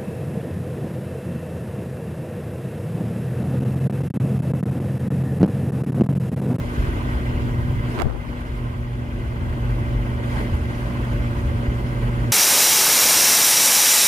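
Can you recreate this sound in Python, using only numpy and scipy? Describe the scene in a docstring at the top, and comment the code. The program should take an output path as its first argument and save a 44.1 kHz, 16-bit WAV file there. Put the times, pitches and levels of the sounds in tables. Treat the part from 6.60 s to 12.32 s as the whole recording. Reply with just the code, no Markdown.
"""Inside a van at highway speed, heard through the left and right microphone ports of a hand-held camera.
The engine drones as sines locked to its cycle, with whines geared to it; seams thump as damped rings.
Body boom, tyre roar and air hiss are coloured noise, partly alike at both ports.
At the microphone a finger scrapes over the right port in stick-slip rings and noise, and knocks the case.
Around the knocks the cabin sound sinks, stays low and creeps back.
"""
import sys
import numpy as np
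from scipy import signal
from scipy.fft import rfft, irfft, next_fast_len
from scipy.io import wavfile
from scipy.ndimage import uniform_filter1d, map_coordinates

SR = 44100
rng = np.random.default_rng(int(sys.argv[2]) if len(sys.argv) > 2 else 0)


def dump_mix(stems):
    """Bounce the given channels to the path in sys.argv[1] as a 16-bit WAV at rate SR."""
    frames = np.atleast_2d(stems).T  # one column per channel
    limited = np.clip(frames, -1, 1)  # hard clip at full scale
    pcm = np.round(limited * 32767).astype(np.int16)
    wavfile.write(sys.argv[1], SR, pcm)


N = 252252  # samples, 5.72 s

# Cabin levels below are those at the ports before the finger muffles or the cabin sinks.
# A five-cylinder cycle (two turns of the crank) that slows a little
CYCLE_HZ, CYCLE_SAG_HZ_PER_S, CYLINDERS = 24.315, 0.081, 5
# Firing tone of the engine, mean of both ports: time_s, level_db (rms)
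FIRING_LEVEL = [(0, -30), (.55, -33), (.9, -27.5), (1.3, -29), (1.8, -33), (2.2, -25), (2.6, -27.5),
                (3, -24.5), (3.5, -28), (4.1, -29.5), (4.5, -27), (5.2, -27), (5.72, -23.5)]
FIRING_LEAN_DB = -1.5  # left over right
# Other engine orders; unequal cylinders give those between the firing overtones:
# multiple_of_cycle, level_db (rms), left_over_right_db
ENGINE_ORDERS = [(1.974, -39.5, 0.1), (3.976, -42, 5.5), (6.96, -51.5, -7), (7.93, -51, -3),
                 (8.97, -47.5, 1), (10.015, -34, -0.5), (12.1, -51, 1), (12.95, -51.5, .9),
                 (13.98, -48.5, -4), (14.98, -45, 0.1), (15.84, -58, -.9), (18.98, -58, .1),
                 (19.86, -54, -2.1), (21.9, -61, 1), (26.04, -61, 0), (28, -62, .1), (29.5, -59, 3),
                 (35.7, -62, 2), (40.3, -63, .1)]
# Belt and gear tones: multiple_of_cycle, level_db (rms at the start), pitch_waver_hz
GEAR_WHINES = [(24.04, -50, 0.22), (31, -62.5, 0.48), (62.2, -70, 1.2), (65, -67.5, 1.24), (85, -66, 1.76)]
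WHINE_GROWS_DB_PER_S = 1.1

# Levels of the body boom, tyre roar and air hiss, each: time_s, level_db (rms)
BOOM_LEVEL = [(0, -29), (.22, -23), (.62, -25), (.93, -21), (1.2, -20.5), (1.33, -30), (1.5, -22.5),
              (1.85, -26), (2.05, -23.5), (2.25, -25.5), (2.9, -23.5), (3.3, -24), (3.55, -27), (4.3, -27),
              (4.85, -23), (5.05, -30.5), (5.32, -25.5), (5.72, -25)]
ROAR_LEVEL = [(0, -33.5), (.2, -31.5), (.62, -31), (1.15, -33), (1.36, -30.5), (1.52, -32), (1.75, -30.5),
              (2.25, -32), (2.9, -31), (3.3, -33), (3.6, -33), (3.78, -29), (3.95, -32), (4.3, -31),
              (4.9, -32.5), (5.72, -31.5)]
HISS_LEVEL = [(0, -51), (.2, -49.5), (.35, -51.5), (.9, -53.5), (1.19, -57), (1.32, -48.5), (1.46, -54),
              (1.8, -51.5), (2.6, -54), (3.1, -53), (3.6, -55.5), (3.7, -49), (3.79, -48), (3.87, -52),
              (4.3, -51.5), (4.9, -52.5), (5.72, -51.5)]
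BUMP_SWING_DB, BUMPS_PER_S = 1, 12  # bumps in the surface swing the boom
# Relative spectra of the three noises, each: frequency_hz, density_db (per Hz)
BOOM_SPECTRUM = [(15, -40), (24, -22), (31, -11), (38, -11.5), (48, 1.5), (65, -3), (95, -7.5), (130, -7),
                 (165, -17), (220, -27), (400, -63)]
ROAR_SPECTRUM = [(110, -6.5), (170, 3.5), (230, 3), (330, 2), (400, -0.5), (520, -2), (700, -9), (1000, -4),
                 (1400, -6.5), (1800, -12.5), (2300, -13.5), (3000, -16), (3600, -23.5), (6000, -48.5)]
HISS_SPECTRUM = [(2000, -10), (4000, 3), (5200, -1), (5900, -4), (6500, -2), (8200, -6.5), (9500, -4),
                 (11500, -4), (13000, -8.5), (15700, -19)]
# Panels and trim that the roar rings: centre_hz, width_hz, boost_db
PANEL_RESONANCES = [(220, 22, 3.5), (293, 24, 3.5), (337, 20, 1.5), (443, 16, 2), (633, 76, 3),
                    (1556, 74, 5), (1910, 68, 6), (2065, 64, 8.5), (3260, 150, 2)]
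# Seams in the road: time_s, level_db (peak before damping and soft start), ring_hz
ROAD_SEAMS = [(0.19, -7, 50), (0.741, -6.5, 58.3), (1.021, -7, 54.6), (1.89, -6, 62), (3.929, -5.5, 72),
              (3.94, -7, 68), (4.009, -7.5, 74), (4.876, -2.5, 74.4), (4.937, -3.5, 95), (5.079, -7, 59)]

# Cabin noise between the two ports: frequency_hz, likeness (0-1, clipped to that range)
PORT_LIKENESS = [(40, 0.8), (90, 1.05), (170, 0.8), (260, 1), (420, 0.8), (800, 0.13), (1300, .8),
                 (1550, 0.66), (1800, 0.84), (2400, 0.07), (3000, 0.48), (4500, 0.37), (8000, -0.36),
                 (12000, 0)]
# Phase of the shared noise between the ports: frequency_hz, left_lead_rad
PORT_LEAD = [(300, 0), (500, -1.5), (680, -0.53), (1290, -3), (2000, -4.5), (2930, -6.5), (4000, -3),
             (4800, -0.5), (5600, 0), (6500, 6), (8000, 4)]
# Noise balance between the ports: frequency_hz, left_over_right_db
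PORT_LEAN = [(60, 0.46), (110, -0.8), (200, 1.5), (380, -0.1), (700, -1.5), (1290, -0.64), (2380, -1.5),
             (4400, -1.5), (8120, -0.2), (15000, 0.5)]

# The cabin sinks around the knocks, stays low and creeps back
SINK_AT_S, SINK_DB, SINK_FALL_S, SINK_HOLD_S, SINK_BACK_S = 1.42, -4.5, 0.045, 1, 0.91
# The fingertip seals the right port against bass: start_s (fully sealed), length_s
FINGER_SEALS = [(1.369, 0.085), (1.488, 0.055), (1.572, .015), (1.642, .015)]
SEAL_DB, SEAL_EDGE_S = -28, 0.012
# Bass lost while the finger stays near
HOVER_DB, HOVER_FROM_S, HOVER_HOLD_S, HOVER_LIFT_S = -3.5, 1.378, 0.25, 0.35
# Treble lost under the firmest press
SHADE_DB, SHADE_AT_S, SHADE_FALL_S, SHADE_HOLD_S, SHADE_BACK_S = -11, 1.44, 0.011, 0.033, 0.12

# Knocks on the case: time_s, left_level_db, right_level_db (peak before damping), ring_hz
CASE_KNOCKS = [(1.432, -11, -42, 70), (1.445, -8.5, -43, 130), (1.4576, -5, -30, 93),
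               (1.463, -30, -13, 100), (1.468, -6, -29, 170), (1.477, -11, -24, 206),
               (1.551, -17, -34, 130)]
# The case rattles with every knock: pitch, level below the knock, cycles to die by 60 dB
CASE_HZ, CASE_DB, CASE_CYCLES = 427, -13.5, 9
# Slips of the finger on the right port: time_s, level_db (before damping and port bass cut), ring_hz
FINGER_SLIPS = [(1.3797, -9, 1120), (1.389, -6.5, 1300), (1.39, -5, 2500), (1.395, -10, 1200),
                (1.3995, -2.5, 1470), (1.4018, -7, 890), (1.4107, -5.5, 990), (1.4181, -4, 990),
                (1.4195, -1, 670), (1.422, -5, 624), (1.4273, -10, 800), (1.4287, -12, 1100),
                (1.455, -12, 560), (1.502, -20, 1200), (1.5105, -15, 900), (1.55, -14.5, 450),
                (1.561, -19, 900)]
SLIP_ATTACK_S = 0.0012
# Bright edge: dB gained per dB of slip, level at a full-scale slip, time to die by 60 dB, low-pass
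CRACK_GROWS, CRACK_DB, CRACK_T60_S, CRACK_TOP_HZ = 4.3, -3, 0.0075, 2000
# Rubbing under the slips: start_s (full pressure), length_s, level_db (rms before port bass cut)
RUB_STROKES = [(1.384, .035, -22), (1.453, .07, -31), (1.558, .015, -32)]
STROKE_RISE_S, STROKE_FALL_S = 0.031, 0.036


def amp(db):
    """dB to gain."""
    return 10 ** (np.asarray(db) / 20)


def unit(x):
    """Scaled to rms 1."""
    return x / np.sqrt(np.mean(x ** 2) + 1e-20)


def along(points, hz):
    """Value at hz between (Hz, value) points on a log axis."""
    point_hz, value = np.transpose(points)
    return np.interp(np.log(hz + 1), np.log(point_hz + 1), value)


def curve(rows):
    """One value per sample from (s, value) points."""
    time_s, value = np.transpose(rows)
    return np.interp(np.arange(N) / SR, time_s, value)


def wobble(rate):
    """A smooth random curve, rate knots a second."""
    knots = rng.standard_normal(int(N * rate / SR) + 4)
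    return map_coordinates(knots, [np.arange(N) * rate / SR])


def span(start_s, hold_s, rise_s, fall_s):
    """0, a rise that reaches 1 at start_s, a hold, a fall to 0."""
    edges = start_s + np.cumsum([-rise_s, rise_s, hold_s, fall_s])
    return np.interp(np.arange(N) / SR, edges, [0, 1, 1, 0])


def filtered(x, response):
    """x times a complex response of frequency."""
    m = next_fast_len(N + SR // 2)
    return irfft(rfft(x, m) * response(np.fft.rfftfreq(m, 1 / SR)), m)[..., :N]


def ring(hz, cycles):
    """A damped swing that dies by 60 dB in so many cycles."""
    turns = np.arange(SR // 5) / SR * hz
    return np.sin(2 * np.pi * turns) * amp(-60 * turns / cycles)


def add(track, s, sound):
    """Mixes a sound into a track at s seconds."""
    part = track[..., round(s * SR):round(s * SR) + sound.shape[-1]]
    part += sound[..., :part.shape[-1]]


def cabin_noise(colour_db, patchy_db):
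    """Noise at both ports, rms 1, with time-frequency patches of random gain."""
    spectra = signal.stft(rng.standard_normal((3, N)), nperseg=512)[2]
    field = rng.standard_normal(spectra.shape[1:])
    field = uniform_filter1d(uniform_filter1d(field, size=6, axis=0), size=4, axis=1)
    noise = signal.istft(spectra * amp(patchy_db * unit(field)), nperseg=512)[1][:, :N]
    sides = np.array([[0.5], [-0.5]])

    def share(hz):
        return np.clip(along(PORT_LIKENESS, hz), 0, 1)

    def gain(hz):
        return amp(colour_db(hz) + sides * along(PORT_LEAN, hz))

    def shared_response(hz):
        return gain(hz) * np.sqrt(share(hz)) * np.exp(1j * sides * along(PORT_LEAD, hz))

    # the shared part leads at one port; the diffuse part is each port's own
    shared = filtered(noise[0], shared_response)
    diffuse = filtered(noise[1:], lambda hz: gain(hz) * np.sqrt(1 - share(hz)))
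    return unit(shared + diffuse)


def air_hiss(surge):
    """Air noise whose level follows the shared surges and flutters of its own."""
    noise = cabin_noise(lambda hz: along(HISS_SPECTRUM, hz), patchy_db=2.0)
    flutter_db = 0.18 * wobble(35) + 0.44 * wobble(9.8)
    return noise * amp(curve(HISS_LEVEL) + 0.45 * surge + flutter_db)


def body_boom():
    """Low noise of the body shaken by the road surface."""
    noise = cabin_noise(lambda hz: along(BOOM_SPECTRUM, hz), patchy_db=0.3)
    return noise * amp(curve(BOOM_LEVEL) + BUMP_SWING_DB * wobble(BUMPS_PER_S))


def tyre_roar(surge, phase):
    """Tyre noise coloured by ringing panels and pulsed a little by the engine cycle."""
    def colour_db(hz):
        boosts = (db / (1 + (2 * (hz - centre) / width) ** 2) for centre, width, db in PANEL_RESONANCES)
        return along(ROAR_SPECTRUM, hz) + sum(boosts)

    level_db = curve(ROAR_LEVEL) + 0.6 * surge + 0.4 * wobble(8)
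    pulse = 1 + 0.055 * np.cos(phase) + 0.055 * np.cos(2 * phase)
    return cabin_noise(colour_db, patchy_db=1.6) * amp(level_db) * pulse


def road_seams():
    """Each seam thumps the body with a soft start, pressure dropping first."""
    track = np.zeros(N)
    soft_start = 1 - amp(-60 * np.arange(SR // 5) / SR / 0.058)
    for s, db, hz in ROAD_SEAMS:
        add(track, s, -amp(db) * ring(hz, 6.5) * soft_start)
    return track


def engine_phase():
    """Phase of the engine cycle in radians, slowing and slightly unsteady."""
    cycle_hz = CYCLE_HZ - CYCLE_SAG_HZ_PER_S * np.arange(N) / SR + 0.032 * wobble(9)
    return 2 * np.pi * np.cumsum(cycle_hz) / SR


def gear_whines(phase):
    """Thin belt and gear tones, geared to the engine with a pitch waver, that grow steadily."""
    tones = np.zeros(N)
    for multiple, db, waver_hz in GEAR_WHINES:
        level = amp(db + 0.37 * wobble(7.1))
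        waver = 2 * np.pi * np.cumsum(waver_hz * wobble(12)) / SR
        tones += level * np.sin(multiple * phase + waver)
    return np.sqrt(2) * amp(WHINE_GROWS_DB_PER_S * np.arange(N) / SR) * tones


def engine_drone(phase):
    """Sines at the firing rate and other orders of the cycle, each wavering by itself."""
    sides = np.array([[0.5], [-0.5]])
    orders = [(CYLINDERS, curve(FIRING_LEVEL), FIRING_LEAN_DB)] + ENGINE_ORDERS
    drone = np.zeros((2, N))
    for multiple, db, lean_db in orders:
        level = amp(db + 0.71 * wobble(9) + sides * lean_db)
        drone += level * np.sin(multiple * (phase + 0.02 * sides) + rng.uniform(0, 2 * np.pi))
    return np.sqrt(2) * drone


def muffled(port):
    """A touched port loses bass when sealed or hovered over, treble when pressed."""
    bass = filtered(port, lambda hz: 1 / (1 + (hz / 310) ** 6))
    sealed = sum(span(s, length, SEAL_EDGE_S, SEAL_EDGE_S) for s, length in FINGER_SEALS)
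    hover = span(HOVER_FROM_S, HOVER_HOLD_S, SEAL_EDGE_S, HOVER_LIFT_S)
    shade = span(SHADE_AT_S, SHADE_HOLD_S, SHADE_FALL_S, SHADE_BACK_S)
    return amp(SEAL_DB * sealed + HOVER_DB * hover) * bass + amp(SHADE_DB * shade) * (port - bass)


def case_knocks():
    """Dull damped rings through the case at both ports, with its rattle."""
    track = np.zeros((2, N))
    rattle = amp(CASE_DB) * ring(CASE_HZ, CASE_CYCLES)
    for s, left_db, right_db, hz in CASE_KNOCKS:
        add(track, s, amp([[left_db], [right_db]]) * (ring(hz, 5.5) + rattle))
    return track


def finger_rub():
    """Gritty low-passed noise that swells with the pressure of each stroke."""
    grit = rng.standard_normal(N) * amp(3.8 * wobble(300))
    pressure = np.zeros(N)
    for s, length, db in RUB_STROKES:
        pressure += amp(db) * span(s, length, STROKE_RISE_S, STROKE_FALL_S) ** 2
    return pressure * unit(filtered(grit, lambda hz: 1 / (1 + (hz / 520) ** 2)))


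def finger_slips():
    """Stick-slip: each release rings at its own pitch and breaks loose with a noise edge."""
    slips, cracks = np.zeros(N), np.zeros(N)
    t = np.arange(SR // 5) / SR
    attack = 1 - amp(-60 * t / SLIP_ATTACK_S)
    cavity = 0.27 * ring(332, 9.1)  # closed by the fingertip
    for s, db, hz in FINGER_SLIPS:
        add(slips, s, amp(db) * (ring(hz, 4.3) + cavity) * attack)
        # the edge grows steeply, so only the harder slips sound bright
        edge_db = CRACK_GROWS * db + CRACK_DB - 60 * t / CRACK_T60_S
        add(cracks, s, amp(edge_db) * rng.standard_normal(len(t)))
    return slips + filtered(cracks, lambda hz: 1 / (1 + 1j * hz / CRACK_TOP_HZ))


def handling():
    """The finger on the right port, cut in the bass, and the knocks on both ports."""
    track = case_knocks()
    track[1] += filtered(finger_slips() + finger_rub(), lambda hz: 1 / (1 + (260 / (hz + 1)) ** 6))
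    return track


def scene():
    """The cabin, muffled on the touched side and sinking around the knocks, plus the handling."""
    phase = engine_phase()
    surge = wobble(45)  # of the rough surface, shared by hiss and roar
    noises = air_hiss(surge) + body_boom() + tyre_roar(surge, phase)
    left, right = noises + road_seams() + gear_whines(phase) + engine_drone(phase)
    sink = amp(SINK_DB * span(SINK_AT_S + SINK_FALL_S, SINK_HOLD_S, SINK_FALL_S, SINK_BACK_S))
    return sink * np.array([left, muffled(right)]) + handling()


def record(dry):
    """The camera keeps nothing above its band limit."""
    return filtered(dry, lambda hz: hz < 15720)


dry = scene()
out = record(dry)
dump_mix(out)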